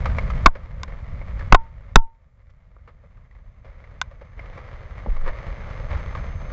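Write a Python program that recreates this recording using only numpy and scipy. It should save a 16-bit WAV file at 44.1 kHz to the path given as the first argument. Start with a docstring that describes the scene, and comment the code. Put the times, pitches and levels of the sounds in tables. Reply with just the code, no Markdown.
"""Soil and splinters patter down over a ground rumble in a forest; hard knocks overload the microphone.
A tree has just been blasted: debris falls on and around a camera in a hard case on the ground.
Coloured random impacts make the patter, crumb sprays the single landings, decaying modes the blows on the case.
The hardest strikes slam the gain control down and the patter swells back slowly; late on, heavy wood lands
close by in slow swings of the ground. A thin steady whine comes from the camera's electronics."""
import sys
import numpy as np
from scipy import signal
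from scipy.fft import rfft, irfft, next_fast_len
from scipy.io import wavfile
from scipy.ndimage import uniform_filter1d

SR = 44100
rng = np.random.default_rng(int(sys.argv[2]) if len(sys.argv) > 2 else 0)


def master_out(mix):
    """Clip the mix to full scale and print it as 16-bit PCM to the path in sys.argv[1]."""
    frames = np.transpose(np.atleast_2d(mix))
    ceiling = np.clip(frames, -1, 1)
    pcm = np.round(ceiling * 32767).astype(np.int16)
    wavfile.write(sys.argv[1], SR, pcm)


N = 287532
T = np.arange(N) / SR

# colour of debris as heard through the case: f/Hz, level/dB
DEBRIS_COLOUR = [(150, -10), (290, -10), (410, -5.5), (540, 2.5), (760, -6.5), (980, -6), (1180, -3),
                 (1480, -9.5), (1850, -7.5), (2150, -6), (2600, -19), (3600, -23), (5300, -31.5),
                 (7500, -42.5)]


def undb(db):
    """Decibels to amplitude gain."""
    return 10 ** (np.asarray(db) / 20)


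def unit(x):
    """Scale to rms 1."""
    return x / np.sqrt(np.mean(x ** 2))


def peak_unit(x):
    """Scale to peak 1."""
    return x / np.abs(x).max()


def add(out, start_s, x):
    """Mix x into out from start_s on."""
    i = int(start_s * SR)
    out[i:i + len(x)] += x[:N - i]


def fade(t, t60):
    """Exponential decay, 60 dB in t60 seconds."""
    return np.exp(-np.log(1000) * t / t60)


def colour(x, points, tilt_db=0):
    """Minimum-phase filter from (f/Hz, level/dB) points, tilted in dB/octave about 1 kHz; clicks stay sharp."""
    size = next_fast_len(len(x) + 4096, real=True) // 2 * 2
    octave = np.log2(np.maximum(np.fft.rfftfreq(size, 1 / SR), 1) / 1000)
    hz, db = np.transpose(points)
    gain_db = np.interp(octave, np.log2(hz / 1000), db)
    gain_db = gain_db + tilt_db * np.maximum(octave, -2)  # no further tilt below 250 Hz
    # fold the cepstrum onto positive time: causal response
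    cepstrum = irfft(np.log(undb(gain_db)))
    cepstrum[1:size // 2] *= 2
    cepstrum[size // 2 + 1:] = 0
    response = np.exp(rfft(cepstrum))
    return irfft(rfft(x, size) * response)[:len(x)]


def walk(rate_hz):
    """Random levels held 1 / rate_hz and smoothed twice; rms near 1."""
    hold = int(SR / rate_hz)
    steps = np.repeat(rng.standard_normal(N // hold + 1), hold)
    smooth = uniform_filter1d(uniform_filter1d(steps, hold), hold)
    return unit(smooth[:N])


def grains(count, per_s, spread_db):
    """Random single-sample impacts of either sign in count samples, many weak and few strong."""
    size = undb(spread_db * np.minimum(rng.exponential(size=count), 5))
    hit = rng.random(count) < per_s / SR
    return hit * size * rng.choice([-1, 1], count)


def ring(modes, tilt_db=0, spot_hz=1000, spot_db=0):
    """Decaying modes after one blow, peak 1; those near spot_hz are driven by up to spot_db more."""
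    t = T[:SR // 2]
    x = 0
    for k, (hz, db, t60) in enumerate(modes):
        spot = np.exp(-10 * np.log2(hz / spot_hz) ** 2)
        drive_db = tilt_db * np.log2(hz) + spot_db * spot
        mode = fade(t, t60) * np.sin(2 * np.pi * hz * t)
        x = x + (-1) ** k * undb(db + drive_db) * mode  # alternating polarity
    return peak_unit(x)


def spray(t60, tilt_db):
    """A clod bursts into quickly thinning crumbs; rms 1 over the first 10 ms."""
    t = T[:SR // 2]
    crumbs = grains(len(t), per_s=5900, spread_db=3.0) * fade(t, t60)
    x = colour(crumbs, DEBRIS_COLOUR, tilt_db)
    return x / np.sqrt(np.mean(x[:SR // 100] ** 2))


def landing(t60, tilt_db, hz):
    """A spray of crumbs excites a resonance of the wood it meets; the shorter the contact, the more it rings."""
    width_hz = 150
    equal_mix_s = 0.125  # spray t60 at which the resonance is mixed in at gain 1
    x = spray(t60, tilt_db)
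    wood = signal.lfilter(*signal.iirpeak(hz, hz / width_hz, fs=SR), x)
    return x + equal_mix_s / t60 * wood


def whine():
    """Thin steady sine from the camera's electronics."""
    whine_hz, rms_db = 6309, -69
    return undb(rms_db) * np.sqrt(2) * np.sin(2 * np.pi * whine_hz * T)


def rumble(flurry):
    """Heavy lumps shake the ground: low-coloured impacts, thinning steadily."""
    # ground spectrum: f/Hz, level/dB
    ground_colour = [(10, -14), (20, -3), (45, 0), (80, -4.5), (120, -10.5), (170, -18.5), (260, -30),
                     (500, -68)]
    start_db, sag_db_per_s = -12.5, 2.5
    lumps = unit(colour(grains(N, per_s=400, spread_db=0.9), ground_colour))
    return lumps * undb(start_db - sag_db_per_s * T + 0.8 * flurry)


def flow():
    """Strength of the fine soil fall: steady thinning, with showers that swell quickly and die away on top."""
    # soil coming down through the crowns: start t/s, peak level/dB, rise/s, t60/s
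    showers = [(0.86, -33, 0.056, 1.25), (2.64, -40, .08, 3.7), (3.62, -36, .06, 3.8),
               (4.36, -34, 0.022, 10.4), (5.26, -36, 0.15, 2.2), (5.882, -34, 0.043, 0.63)]
    start_db, sag_db_per_s = -31, 2.5
    power = undb(start_db - sag_db_per_s * T) ** 2
    for start_s, db, rise_s, t60 in showers:
        rise = np.clip((T - start_s) / rise_s, 0, 1)
        decay = fade(np.maximum(T - start_s - rise_s, 0), t60)
        power = power + (undb(db) * rise * decay) ** 2
    return np.sqrt(power)


def clods():
    """Small clods tick on twigs at random times, each with its own ring."""
    count, t60_s = 70, 0.084
    level_db, spread_db = -4, 2.5  # relative to the patter
    centre_hz, spread_octaves = 1500, 0.32
    out = np.zeros(N)
    times = rng.uniform(0, T[-1], count)
    for start_s, (size, pitch) in zip(times, rng.standard_normal((count, 2))):
        hz = centre_hz * 2 ** (spread_octaves * np.clip(pitch, -2, 2))
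        clod = landing(t60_s, tilt_db=1.2, hz=hz)
        add(out, start_s, undb(level_db + spread_db * size) * clod)
    return out


def patter(flurry):
    """Fine soil on needles and ground: distinct crumbs over far landings merged into noise, with clods."""
    crumbs = unit(colour(grains(N, per_s=910, spread_db=3.5), DEBRIS_COLOUR))
    far = unit(colour(rng.standard_normal(N), DEBRIS_COLOUR))
    soil = unit(crumbs + undb(-0.5) * far)
    return (soil + clods()) * flow() * undb(1.1 * flurry)


def debris():
    """Rumble and patter rise and fall in the same flurries."""
    flurry = walk(rate_hz=30)
    return rumble(flurry) + patter(flurry)


def landings():
    """Larger clods and sticks landing nearby: crumb sprays that ring wood and stand out from the patter."""
    # single landings: t/s, spray level/dB, tilt/(dB/octave), spray t60/s, wood ring f/Hz
    nearby = [(0.056, -16, 0.5, 0.072, 1260), (0.184, -17, 0.7, 0.042, 2250),
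              (0.302, -26.5, 2.8, 0.049, 1280), (0.553, -19, -0.6, 0.079, 530), (0.878, -27, 0, 0.11, 507),
              (0.923, -28.5, -4, 0.019, 2090), (1.214, -25, -2.5, 0.059, 2160),
              (1.392, -31.5, 4, 0.063, 1730), (1.41, -30, -5, 0.025, 1660), (2.501, -33.5, 6, 0.06, 548),
              (2.765, -26, -7.5, 0.042, 1184), (2.876, -21, -0.5, 0.13, 1260),
              (3.037, -31.5, -1.5, 0.08, 540), (3.172, -37, 1.5, 0.032, 1280),
              (3.31, -37.5, 3, 0.051, 1900), (3.351, -35.5, -0.5, 0.035, 1974),
              (3.645, -28.5, -0.5, 0.23, 540), (3.84, -30, 0.5, 0.081, 2040), (4.112, -33.5, 0, 0.089, 530),
              (4.213, -28.5, -1, 0.1, 550), (4.393, -27.5, -0.5, 0.025, 2080),
              (4.457, -31, -0.2, 0.05, 1324), (4.575, -25.5, 0.3, 0.14, 1110),
              (5.061, -27.5, -6.5, 0.019, 864), (5.067, -28.5, -18, 0.08, 229),
              (5.083, -36.5, -6.5, 0.045, 480), (5.165, -32.5, 0, 0.062, 920),
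              (5.262, -25.5, -1.5, 0.13, 1010), (5.276, -23, -0.5, 0.15, 1770),
              (5.93, -35.5, 1.2, 0.081, 594), (6.15, -33, 0.2, 0.091, 1080)]
    out = np.zeros(N)
    for start_s, db, tilt_db, t60, hz in nearby:
        add(out, start_s, undb(db) * landing(t60, tilt_db, hz))
    return out


def thuds():
    """Heavy wood shakes the ground and rocks the camera: slow sine swings that swell and die."""
    # ground swings: t/s, level/dB, f/Hz, length/s
    swings = [(5.085, -3, 33.6, 0.046), (5.115, -6.5, 17.5, 0.21), (5.902, -16.5, 74, 0.031),
              (5.941, -14.5, 71, 0.031)]
    out = np.zeros(N)
    for start_s, db, hz, length_s in swings:
        t = T[:int(length_s * SR)]
        swell = np.sin(np.pi * t / length_s) ** 0.46
        add(out, start_s, undb(db) * swell * np.sin(2 * np.pi * hz * t))
    return out


def strikes():
    """Fragments crush against the case, ring its mount and shove the air inside into one slow swing."""
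    # fragments: t/s, knock level/dB, tilt/(dB/octave), struck spot f/Hz, spot lift/dB,
    # mount ring level/dB, shove level/dB, shove direction (+1 or -1), shove rise/s
    fragments = [(0.4595, 20.5, -4.5, 1202, 10.5, -18, 14.5, 1, 0.01),
                 (0.4657, 16, -2.5, 1040, 4.5, -20.5, -9.5, 1, 0.014),
                 (0.4807, 4, -8, 1317, 4.5, -18, -19, -1, 0.014),
                 (.833, -2, 7.5, 983, 9, -58, -21.5, 1, .008),
                 (1.5242, 21.5, -5.5, 1070, 10.5, -18, 19.5, 1, 0.012),
                 (1.5461, 25.5, -4, 737, 4.5, 1, 5, -1, .006),
                 (1.958, 38.5, -1.5, 3500, 5.5, 17, 33.5, -1, 0.013),
                 (4.0148, 8, 5.5, 1610, 3, -48, -39, -1, .008)]
    # short modes of the case: f/Hz, level/dB, t60/s
    case_modes = [(720, -5.5, 0.014), (1040.7, -2.5, 0.03), (1170, -4, 0.018), (1495, -1.5, 0.02),
                  (1612.5, -8.5, 0.017), (2046, -5, 0.013), (2840, -11.5, 0.011), (3134, -13.5, 0.0088),
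                  (3593, -8, 0.01), (4286, -16, 0.0056), (5060, -14, 0.0077), (5937, -18.5, .007),
                  (6530, -21.5, 0.0082), (7500, -26.5, 0.0071)]
    # lingering modes of the mount: f/Hz, level/dB, t60/s
    mount_modes = [(907, 0, 0.27), (990, -12, 0.14), (1270, -9.5, .075), (1350, -10.5, .14),
                   (1393, -10, 0.076)]
    # dull modes of the case as a whole: f/Hz, level/dB, t60/s
    body_modes = [(86.44, 0.5, 0.081), (165, 3, 0.025), (250, 0, 0.041), (321, -2, 0.034), (426, -8, 0.021)]
    out, t = np.zeros(N), T[:SR // 2]
    leak_hz = 11.0  # the pressure leaks away and overshoots
    leak = signal.butter(2, leak_hz, "high", fs=SR, output="sos")
    for (start_s, knock_db, tilt_db, spot_hz, spot_db,
         mount_db, shove_db, direction, rise_s) in fragments:
        grit = np.interp(knock_db, [8, 22], [.05, .15])  # light chips touch cleanly, heavy clods crumble
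        contact = grit * rng.standard_normal(len(t)) * fade(t, t60=0.021)
        contact[0] = 1
        case = ring(case_modes, tilt_db, spot_hz, spot_db)
        knock = peak_unit(signal.fftconvolve(contact, case)[:len(t)])
        knock = knock + undb(-36.5) * spray(t60=0.027, tilt_db=2)
        push = (t / rise_s * np.exp(-t / rise_s)) ** 3
        swing = peak_unit(signal.sosfilt(leak, push))
        shove = np.sign(direction) * (swing + undb(-1.5) * ring(body_modes))
        mount = undb(mount_db) * ring(mount_modes)
        add(out, start_s, undb(knock_db) * knock + mount + undb(shove_db) * shove)
    return out


def scene():
    """Everything that reaches the microphone, plus the whine."""
    return (whine() + debris() + landings() + thuds() + strikes())[None]


def gain_control(x, threshold_db):
    """Peaks over the threshold cut the gain within milliseconds; it climbs back at a steady dB rate."""
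    start_gain_db, release_db_per_s, attack_s = -10.5, 8.5, 0.0087
    over_db = np.maximum(20 * np.log10(np.abs(x) + 1e-9) - threshold_db, 0)
    over_db[0] = -start_gain_db  # begins already turned down
    climb_db = release_db_per_s * T
    cut_db = np.maximum.accumulate(over_db + climb_db) - climb_db
    pole = np.exp(-1 / (attack_s * SR))
    # smooth the change from the starting gain
    change_db = signal.lfilter([1 - pole], [1, -pole], cut_db + start_gain_db)
    return x * undb(start_gain_db - change_db)


def record(dry):
    """Gain control too slow for the strikes, faint hiss, soft overload, band limit, hard clip, final low-pass."""
    ceiling_db, band_hz, top_hz = -0.16, 7500, 16000
    x = gain_control(dry[0], threshold_db=4.0)
    x = x + undb(-85.0) * rng.standard_normal(N)
    x = undb(ceiling_db) * x / (1 + x ** 6) ** (1 / 6)
    band = signal.ellip(8, .05, 50, band_hz, fs=SR, output="sos")
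    x = signal.sosfiltfilt(band, x)
    x = np.clip(x, -1, 1)
    top = signal.ellip(8, .2, 70, top_hz, fs=SR, output="sos")
    return signal.sosfilt(top, x)[None]


dry = scene()
out = record(dry)
master_out(out)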